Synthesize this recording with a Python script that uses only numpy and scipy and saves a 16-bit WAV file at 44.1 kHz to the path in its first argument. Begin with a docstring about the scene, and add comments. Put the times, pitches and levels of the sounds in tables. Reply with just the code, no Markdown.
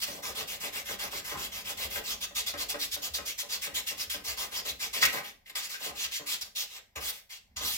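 """Gritty hiss strokes come first: wet sandpaper rubbed to and fro along a steel blade lying on a bench.
Each stroke is grain noise shaped by the paper's speed; its load drums and rasps the bench through the blade.
The blade knocks and skids as ringing modes plus scuffing noise, with one loud clatter near 5 s; the frame sways low.
A small hard room of decaying noise echoes fills the pauses over quiet air, picked up close by a two-port microphone."""
import sys
import numpy as np
from scipy import signal
from scipy.fft import rfft, irfft, next_fast_len
from scipy.io import wavfile
from scipy.ndimage import uniform_filter1d

SR = 44100
rng = np.random.default_rng(int(sys.argv[2]) if len(sys.argv) > 2 else 0)


def transcribe(signal):
    """Save signal, clipped to [-1, 1], as a 16-bit WAV file at the path in sys.argv[1]."""
    frames = np.atleast_2d(signal).T
    limited = np.clip(frames, -1, 1)
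    pcm = np.round(limited * 32767).astype(np.int16)
    wavfile.write(sys.argv[1], SR, pcm)


N = 342657  # length in samples

# Quiet room air, relative spectrum: [f/Hz, level/dB]
AIR_COLOUR = [(18, -23.5), (30, 4), (118, -6), (239, -19), (822, -11), (1220, -23), (2170, -11),
              (2680, -27), (5170, -20.5), (8740, -42.5), (14400, -22), (16000, -37)]
AIR_DB = -71.5  # rms fed to the ports

# Decay of the room: [f/Hz, t60/s]
ROOM_DECAY = [(100, 0.41), (500, 0.15), (2000, 0.31), (5000, 0.29), (10000, 0.34), (16000, 0.35)]
# Room against direct sound: [f/Hz, level/dB]
ROOM_LEVEL = [(100, -34.5), (400, -7), (1500, -1), (5000, -6.5), (12000, -10)]

# Phase by which the left port leads: [f/Hz, lead/rad]
PORT_LEAD = [(0, -2), (600, 1.06), (860, -2), (1380, 3), (2070, 1.34), (3450, 2.5), (5250, 5.5),
             (7670, 4.5), (9040, 11.5), (9990, 8.5), (12100, 4.5), (13000, 0.5), (14600, -3.5),
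             (16600, -20)]
# Left minus right: [f/Hz, level/dB]
PORT_TILT = [(60, -4), (180, 2), (550, -0.5), (1650, 4.5), (4970, -1.5), (15000, 0)]
# Left-right likeness, as a share of power: [f/Hz, share/0..1]
PORT_LIKENESS = [(100, 0.77), (300, 0.79), (1000, 0.54), (3000, 0.74), (8000, 0.39), (15000, 0.12)]
EDGE_HZ = 15950

# Low noise of the swaying frame, relative spectrum: [f/Hz, level/dB per Hz]
SWAY_COLOUR = [(12, -49), (20, -21), (42, 3.5), (59, 0), (93, 1.5), (135, -16), (167, -10), (200, 1.5),
               (260, -8), (440, -120)]
# Pushes on the frame: [t/s, level/dB]
PUSHES = [(0.296, -52), (1.046, -53), (1.349, -50), (1.479, -57), (1.841, -46), (1.952, -50), (2.206, -58),
          (2.568, -53), (2.929, -54), (3.102, -47), (3.191, -52), (3.725, -53), (4.072, -52), (4.152, -58),
          (4.281, -50), (4.703, -50.5), (5.04, -50), (5.901, -56), (6.039, -57), (6.425, -59),
          (6.963, -45.5), (7.029, -56), (7.563, -47.5), (7.64, -49)]
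PUSH_RISE_S, PUSH_FADE_S = 0.017, 0.036
# Resting pitch, the extra pitch at the start, and the time the extra takes to sag
PUSH_HZ, PUSH_SAG_HZ, PUSH_SAG_S = 56.3, 35.2, 0.031

# Drumming bench top, relative spectrum before the blade: [f/Hz, level/dB per Hz]
DRUM_COLOUR = [(76, -50), (130, -11), (336, -11.5), (442, -3.5), (484, -6), (582, -1.5), (652, -5.5),
               (1240, -0.5), (1370, -11), (2000, -7.5), (2600, -26.5), (4400, -120)]
# Trim of the lowest part of the top: [t/s, level/dB]
BOOM_TRIM = [(0, 2.5), (2.1, 2), (2.5, -0.5), (4.2, -1), (5.1, 1.5), (6.3, 1), (6.6, -3.5), (7.77, 1)]
BOOM_HZ, BOOM_RISE_S, BOOM_FADE_S = 380, 0.062, 0.044  # the lowest part answers late
RUMBLE_RISE_S, RUMBLE_FADE_S, DRUM_LAG_S = 0.0075, 0.054, 0.042

# Modes of the blade on the bench: [f/Hz, relative level/dB, t60/s]
BLADE_MODES = [(179.5, -18, 0.34), (293.2, -6.5, 0.4), (455.4, -3.5, 0.16), (577, 3.5, 0.16),
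               (825, 6.5, 0.053), (1054, 0, 0.068), (1288, 5.5, 0.048), (1544, 12.5, 0.028),
               (1602, 2.5, 0.058), (2046, 13, 0.018), (1895, 2, 0.11), (1920, -6, 0.14), (2200, -5, .09),
               (2460, -9.5, 0.31), (2730, -15, .15), (2860, -2, .1), (2846, -5.5, 0.041), (3158, -9.5, .1)]
# The blade knocks or skids on the bench:
# [t/s, peak level/dB, region f/Hz, region half-width at -6 dB/octaves, rumble of the top before trims/dB]
KNOCKS = [(.079, -31, 821, 3.5, -54), (.177, -40, 580, 0.31, -60), (.4, -36, 581, 4.5, -64),
          (.638, -31.5, 563, 2.3, -59), (.888, -27.5, 1830, 0.57, -51), (1.039, -31, 1020, 2.2, -55.5),
          (1.129, -34, 581, 1.4, -50), (1.314, -25.5, 1840, 2.7, -50), (1.352, -31, 1020, 0.42, -57),
          (1.699, -34.5, 570, 1, -67), (1.956, -24, 1580, 1.3, -55), (2.309, -41, 595, 1.8, -71),
          (2.538, -27.5, 605, 2.2, -54), (2.741, -26.5, 614, 1.8, -53), (2.962, -33.5, 580, 1.8, -55.5),
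          (3.183, -28.5, 1500, 1.9, -50.5), (3.428, -40, 624, 0.62, -57), (3.667, -29.5, 1860, 2.7, -53),
          (3.909, -39, 594, 1.4, -56.5), (4.14, -27.5, 1890, 2.6, -50), (4.521, -40, 734, 1.4, -72),
          (4.652, -36, 463, 2.5, -54), (5.019, -30.5, 1910, 3.4, -73.5), (5.026, -9, 2040, 1.2, -59),
          (5.054, -18.5, 2100, 0.31, -57), (5.131, -30.5, 2270, 1.7, -47), (5.183, -25, 2030, 1.8, -71),
          (5.247, -54, 2220, 1.9, -68), (5.46, -40, 2260, 0.31, -82), (5.495, -48, 2380, 1.4, -73),
          (5.554, -28, 2250, 0.84, -63), (5.741, -30, 2250, 1, -71), (5.803, -43.5, 526, 0.58, -64),
          (5.86, -54, 530, 1.7, -54.5), (5.89, -38, 900, 1.8, -58), (6.047, -35, 1640, 0.81, -81),
          (6.194, -38.5, 595, 2.2, -53), (6.785, -46, 2020, 0.73, -105), (6.957, -44, 1070, .75, -49),
          (7.607, -44, 593, 1.1, -50)]
CONTACT_S = 0.0039
RING_DB, RING_HZ = 3, 700  # modes under RING_HZ also ring, RING_DB above the tabled rumble

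# How the grip shifts: [t/s, fine hiss level/dB, blade scrape level/dB,
# rasp against drumming level/dB, sway of the frame level/dB]
GRIP = [(0, -4, -7, 0, -60), (.7, -2.5, -1, 0.5, -63.5), (1.4, -4, -4, 3.5, -59.5),
        (2, -2, -3.5, -3.5, -58), (2.3, -7.5, -9, 4.5, -60.5), (2.7, -3.5, -7.5, 2.5, -61),
        (3.1, -4.5, -10.5, -0.5, -65), (3.5, -4.5, -5.5, 3, -65.5), (4.3, -4, -4.5, 2, -62),
        (4.95, -5, -3.5, -0.5, -62), (5.02, -8, -5.5, -26, -67), (5.07, 0, 2.5, 11, -66),
        (5.3, -2.5, 3.5, 6.5, -73), (5.44, -1, 6, -6, -72.5), (5.56, -5.5, -7, 17, -72.5),
        (5.85, -3.5, -3.5, 0, -75), (6.2, -5.5, -4, 3, -69), (6.5, -5.5, -11.5, 5.5, -70.5),
        (6.96, -8.5, 2, -1, -79), (7.07, 0.5, -5.5, 7, -70), (7.3, -6.5, -4, 11, -85),
        (7.57, -11.5, -7, 9, -64), (7.66, -2, -10, 15.5, -58.5)]
# Strokes, before grip and layer trims: [t/s, time to top speed/s, slow-down/s, level/dB,
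# first bite against the top level/dB, load on the bench level/dB]; motion() lengthens both times slightly
STROKES = [(0, 0.0028, 0.019, -43.5, -5, -55), (0.011, 0.025, 0.023, -32.5, -8, -51),
           (0.064, 0.006, 0.16, -44, 9, -55), (0.221, 0.042, 0.081, -39.0, -6.5, -46),
           (0.343, 0.054, 0.052, -39.0, -8, -45.5), (0.468, 0.056, 0.061, -40.5, -3.5, -54),
           (0.596, 0.059, 0.053, -40.5, -5, -50), (0.719, 0.046, 0.069, -39, -9, -51),
           (0.846, 0.068, 0.053, -40.5, -8.5, -53.5), (0.984, 0.038, 0.078, -39, -2.5, -49.5),
           (1.105, 0.066, 0.048, -39.5, -9.5, -60), (1.238, 0.054, 0.081, -41.0, -2.5, -53.5),
           (1.363, 0.082, 0.04, -39, -7.5, -52), (1.512, 0.06, 0.069, -42, -4.5, -54),
           (1.64, 0.063, 0.04, -38.5, -10.5, -48.5), (1.764, 0.074, 0.044, -37.5, -8.5, -47.5),
           (1.897, 0.076, 0.036, -38.5, -5.5, -48), (2.027, 0.083, 0.054, -36.0, -18, -50.5),
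           (2.201, 0.04, 0.023, -34, -10.5, -53.5), (2.346, 0.033, 0.048, -30.5, -8, -50.5),
           (2.459, 0.013, 0.056, -33, 0, -52.5), (2.566, 0.052, 0.036, -33.5, -23, -49),
           (2.683, 0.02, 0.038, -34.0, -2, -50.5), (2.782, 0.048, 0.041, -32, -22, -56),
           (2.909, 0.036, 0.021, -32, -6.5, -60), (3.011, 0.041, 0.043, -34, -20, -51),
           (3.134, 0.02, 0.039, -34.5, 2.5, -53), (3.249, 0.042, 0.047, -36, -6, -60.5),
           (3.374, 0.026, 0.038, -34.5, -8, -60), (3.482, 0.054, 0.046, -34.5, -21.5, -52.5),
           (3.611, 0.033, 0.042, -35.5, -5, -56), (3.737, 0.033, 0.049, -33, -7, -51.5),
           (3.861, 0.021, 0.057, -35, -3, -67), (3.966, 0.047, 0.045, -36, -18, -55.5),
           (4.095, 0.0047, 0.084, -35.0, -5.5, -70), (4.236, 0.054, 0.065, -36.5, -9, -52),
           (4.365, 0.057, 0.054, -36.5, -5.5, -47.5), (4.507, 0.067, 0.049, -36.5, -16, -49),
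           (4.645, 0.049, 0.033, -37.0, -5.5, -55), (4.786, 0.046, 0.059, -35, -19, -50.5),
           (4.926, 0.019, 0.093, -34.0, -2, -46.5), (5.008, 0.027, 0.015, -24.5, -13.5, -40.5),
           (5.05, 0.0024, 0.019, -25, 3.5, -46), (5.12, 0.0096, 0.091, -40.5, -4, -56),
           (5.231, 0.019, 0.078, -48, -2, -68), (5.449, 0.032, 0.035, -56, -17, -75),
           (5.496, 0.0013, 0.023, -49.5, -2, -62), (5.55, 0.0053, 0.077, -34, -10, -65),
           (5.615, 0.031, 0.043, -40, -11, -69), (5.687, 0.05, 0.059, -44, 2, -65),
           (5.786, 0.067, 0.065, -38.5, -20.5, -51), (5.943, 0.1, 0.031, -34.0, -28, -57),
           (6.107, 0.056, 0.037, -36.5, -8, -82), (6.258, 0.068, 0.046, -33, -7, -59),
           (6.408, 0.0076, 0.027, -36.5, -1.5, -58), (6.44, 0.0067, 0.052, -51, -4, -63),
           (6.549, 0.048, 0.065, -34.5, -6.5, -59), (6.689, 0.075, 0.04, -46.5, -11, -61.5),
           (6.954, 0.0059, 0.045, -41.5, -4, -48.5), (7.0, 0.1, 0.017, -36.5, -10, -60),
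           (7.125, 0.0067, 0.094, -50.5, -3, -77), (7.29, 0.031, 0.081, -46, -8, -75),
           (7.56, 0.01, 0.044, -37.5, -1, -53), (7.6, 0.085, 0.15, -34.0, -10, -96)]
BITE_S, SLOWING_POWER = 0.014, 1.23  # longest time for the paper to catch; curve of the slow-down
BITE_FINE, BITE_SCRAPE = 0.076, 0.033  # dB of fine hiss and of scrape gained per dB of first bite
# Colour of the rubbing, relative: [f/Hz, level/dB per Hz]
GRIT_COLOUR = [(350, -34), (940, -15.5), (1600, -9.5), (1740, -4), (1920, -5), (2770, 1.5), (3020, -2.5),
               (3260, 1), (3920, -0.5), (5390, -1.5), (7620, -4.5), (8800, -13.5), (14700, -12.5),
               (16000, -17)]


def gain_of(db):
    """Amplitude factor of a level in dB."""
    return 10 ** (np.asarray(db) / 20)


def evened(x):
    """Scales to an rms of one."""
    return x / np.sqrt(np.mean(x ** 2) + 1e-20)


def read(points, hz):
    """Reads a spectrum table along a logarithmic pitch axis."""
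    f, value = np.transpose(points)
    return np.interp(np.log(hz + 1), np.log(f + 1), value)


def add(mix, s, sound):
    """Lays a sound into the mix at s seconds, cut at the end of the mix."""
    part = mix[round(s * SR):][:len(sound)]
    part += sound[:len(part)]


def filtered(x, response):
    """Applies response(Hz) to the whole sound."""
    size = next_fast_len(x.shape[-1] + 4096)
    spectrum = rfft(x, size) * response(np.fft.rfftfreq(size, 1 / SR))
    return irfft(spectrum, size)[..., :x.shape[-1]]


def patchy(x, bins, frames, depth_db):
    """Lifts and lowers random patches of pitch and time, the same ones in every channel."""
    z = signal.stft(x, nperseg=256, noverlap=192)[2]
    patches = rng.standard_normal(z.shape[1:])
    patches = uniform_filter1d(patches, bins, 0)
    patches = uniform_filter1d(patches, frames, 1)
    z = z * gain_of(depth_db * evened(patches))
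    return signal.istft(z, nperseg=256, noverlap=192)[1][:, :N]


def swell_shape(rise_s, fade_s):
    """A half-second swell that rises and dies away, with a peak of one."""
    t = np.arange(SR // 2) / SR
    shape = (1 - np.exp(-t / rise_s)) * np.exp(-t / fade_s)
    return shape / shape.max()


def knock_swells(rise_s, fade_s):
    """The level of the bench top swells and dies away at each knock."""
    out = np.zeros(N)
    shape = swell_shape(rise_s, fade_s)
    for s, *_, rumble_db in KNOCKS:
        add(out, s, gain_of(rumble_db) * shape)
    return out


def grip(column):
    """Gain of one grip column through time, counted after the time column."""
    s, *levels = np.transpose(GRIP)
    return gain_of(np.interp(np.arange(N) / SR, s, levels[column]))


def air():
    """Quiet room air: steady coloured noise, one shared part and one for each port."""
    noise = rng.standard_normal((3, N))
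    return gain_of(AIR_DB) * evened(filtered(noise, lambda hz: gain_of(read(AIR_COLOUR, hz))))


def room(x):
    """Dense echoes, each band dying at its own speed; four sets of random paths crossfade to vary the colour."""
    t = np.arange(N) / SR
    tail = np.arange(SR // 2)
    paths = rng.standard_normal((4, 2, SR // 2)) * (tail > 120)  # a short gap before the first echo
    hz, s, z = signal.stft(paths, SR, nperseg=256)
    t60 = read(ROOM_DECAY, hz)[:, None]
    level_db = read(ROOM_LEVEL, hz)[:, None] - 60 * s / t60
    z *= gain_of(level_db) / np.sqrt(SR * t60 / np.log(1e6))  # equal energy whatever the decay
    tails = signal.istft(z, SR, nperseg=256)[1]
    # a steady crossfade, 11.3 steps a second
    turn = np.maximum(np.cos(np.pi / 2 * (11.3 * t - np.arange(4)[:, None])), 0)
    return signal.oaconvolve((x * turn)[:, None], tails, axes=2).sum(0)[:, :N]


def ports(x):
    """One part reaches both ports, shifted in phase and level; the spread-out contact gives each its own part."""
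    shared = filtered(x[0], lambda hz: np.sqrt(read(PORT_LIKENESS, hz)))
    own = filtered(x[1:], lambda hz: np.sqrt(1 - read(PORT_LIKENESS, hz)))
    left, right = shared + own
    # each port takes half of the phase and level difference
    half = lambda hz: np.exp(.5j * read(PORT_LEAD, hz)) * gain_of(read(PORT_TILT, hz) / 2)
    return np.array([filtered(left, half), filtered(right, lambda hz: 1 / half(hz))])


def pushes():
    """A push swings the frame; the pitch sags to its rest as the swing dies."""
    out, t = np.zeros(N), np.arange(SR // 2) / SR
    shape = swell_shape(PUSH_RISE_S, PUSH_FADE_S)
    turns = np.cumsum(PUSH_HZ + PUSH_SAG_HZ * np.exp(-t / PUSH_SAG_S)) / SR
    for (s, db), phase in zip(PUSHES, rng.random(len(PUSHES))):
        add(out, s, gain_of(db) * shape * np.sin(2 * np.pi * (turns + phase)))
    return out


def frame():
    """The frame sways as low noise, peaked near 57 Hz and following the grip, and swings at each push."""
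    peak = lambda hz: 1 + 0.54 / (1 + ((hz - 57) / 9) ** 2)
    sway = filtered(rng.standard_normal(N), lambda hz: gain_of(read(SWAY_COLOUR, hz)) * peak(hz))
    return evened(sway) * grip(column=3) + pushes()


def blade(hz):
    """Response of the blade's modes to a steady drive; a longer decay makes a narrower resonance."""
    return abs(sum(gain_of(db) / (1 + 2j * (hz - f) * t60 / 2.2) for f, db, t60 in BLADE_MODES))


def bench(load):
    """Rubbing and knocks drum through the blade's modes into the top; slow random patches vary which modes sound."""
    drive = patchy(rng.standard_normal((3, N)), 2, 50, depth_db=1.5)
    body = filtered(drive, lambda hz: gain_of(read(DRUM_COLOUR, hz)) * (1.3 + blade(hz)))
    drum = filtered(body, lambda hz: 1 / (1 + (hz / 750) ** 6))
    rasp = evened(body - drum)
    drum = evened(drum)
    boom = filtered(drum, lambda hz: 1 / (1 + (hz / BOOM_HZ) ** 8))
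    # the drumming lags behind the load
    keep = np.exp(-1 / (SR * DRUM_LAG_S))
    lagged = signal.lfilter([1 - keep], [1, -keep], load)
    rumble = knock_swells(RUMBLE_RISE_S, RUMBLE_FADE_S)
    late = knock_swells(BOOM_RISE_S, BOOM_FADE_S)
    boom_trim = gain_of(np.interp(np.arange(N) / SR, *np.transpose(BOOM_TRIM)))
    top = boom * boom_trim * (0.89 * lagged + 1.17 * late)
    top += (drum - boom) * (lagged + 0.78 * rumble)
    # the rasp follows the load at once
    top += rasp * grip(column=2) * (0.88 * load + 0.45 * rumble)
    return top


def scuff(region):
    """Noise of a skid: it starts bright and sinks in pitch as the slide slows."""
    u = np.arange(SR // 4) / SR / CONTACT_S
    rough = rng.standard_normal(len(u))
    bright = filtered(rough, lambda f: region(f / 1.6)) * np.minimum(4 * u, 1) * np.exp(-.6 * u)
    dull = filtered(rough, lambda f: region(f * 0.85)) * 0.34 * u * np.exp(-.3 * u)
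    return bright + dull


def knocks():
    """A contact rings the modes of its pitch region, the high ones first, and scuffs in the same region."""
    out, t = np.zeros(N), np.arange(SR // 4) / SR
    hz, mode_db, t60 = np.transpose(BLADE_MODES)[:, :, None]
    rise = 1 - np.exp(-t * hz / (CONTACT_S * 900))  # CONTACT_S is the rise time at 900 Hz
    for s, db, region_hz, octaves, rumble_db in KNOCKS:
        region = lambda f: gain_of(-6 * (np.log2((f + 1) / region_hz) / octaves) ** 2)
        phase = rng.random((len(BLADE_MODES), 1))
        chance = rng.standard_normal((len(BLADE_MODES), 1))
        decay = gain_of(mode_db + 2.2 * chance - 60 * t / t60)
        ring = decay * rise * np.sin(2 * np.pi * (hz * t + phase))
        blow = evened((region(hz) * ring).sum(0)) + gain_of(-2.5) * evened(scuff(region))
        low = (ring * (hz < RING_HZ)).sum(0)
        add(out, s, gain_of(db) * blow / abs(blow).max())
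        add(out, s, gain_of(rumble_db + RING_DB) * low / abs(low).max())
    return out


def motion():
    """Speed of the paper, scaled for blade scrape, main hiss and fine hiss, and the load it puts on the bench."""
    scrape, main, fine, load = np.zeros((4, N))
    for s, up, down, db, bite_db, load_db in STROKES:
        up, down = up + 0.00056, down + 0.0011  # no stroke starts or stops instantly
        t = np.arange(0, up + down, 1 / SR)
        catch = np.minimum(t / min(BITE_S, up), 1)
        swell = np.interp(t, [0, up], [gain_of(bite_db), 1]) * catch
        shape = swell * (1 - np.clip((t - up) / down, 0, 1) ** SLOWING_POWER)
        add(scrape, s, gain_of(db + BITE_SCRAPE * bite_db) * shape)
        add(main, s, gain_of(db) * shape)
        add(fine, s, gain_of(db + BITE_FINE * bite_db) * shape)
        add(load, s, gain_of(load_db) * shape)
    return np.array([scrape * grip(column=1), main, fine * grip(column=0)]), load


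def grit(spread_db):
    """Grains of uneven size tear loose in three places; random patches of pitch and time make the hiss uneven."""
    size_db = spread_db * np.minimum(rng.exponential(1, (3, N)), 5)
    grains = rng.standard_normal((3, N)) * gain_of(size_db)
    return patchy(grains, 4, 24, depth_db=2.5)


def sanding(speed):
    """Blade scrape, main hiss and fine hiss follow the speed of each stroke."""
    rub = filtered(grit(spread_db=2.0), lambda hz: gain_of(read(GRIT_COLOUR, hz)))
    under = lambda hz, edge_hz: 1 / (1 + (hz / edge_hz) ** 10)
    scrape = filtered(rub, lambda hz: under(hz, 3170) * (7.2 + blade(hz)))
    main = filtered(rub, lambda hz: (1 - under(hz, 2940)) * under(hz, 8870))
    fine = filtered(rub, lambda hz: 1 - under(hz, 9250))
    hiss = speed[0] * evened(scrape) * gain_of(-1.5)
    hiss += speed[1] * evened(main) * gain_of(0.54)
    hiss += speed[2] * evened(fine) * gain_of(3.67)
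    return hiss


def scene():
    """Close sounds and air reach the ports; the room echoes their shared part; the frame is equal in both."""
    speed, load = motion()
    near = bench(load) + sanding(speed)
    near[0] += knocks()  # the knocks are in the shared part only
    # the air is left out of the echoes
    return ports(near + air()) + room(near[0]) + frame()


def record(dry):
    """The band limit of the recorder: a steep low-pass at EDGE_HZ."""
    low_pass = signal.firwin(511, EDGE_HZ, window=("kaiser", 9), fs=SR)
    return signal.oaconvolve(dry, low_pass[None], "same")


dry = scene()
out = record(dry)
transcribe(out)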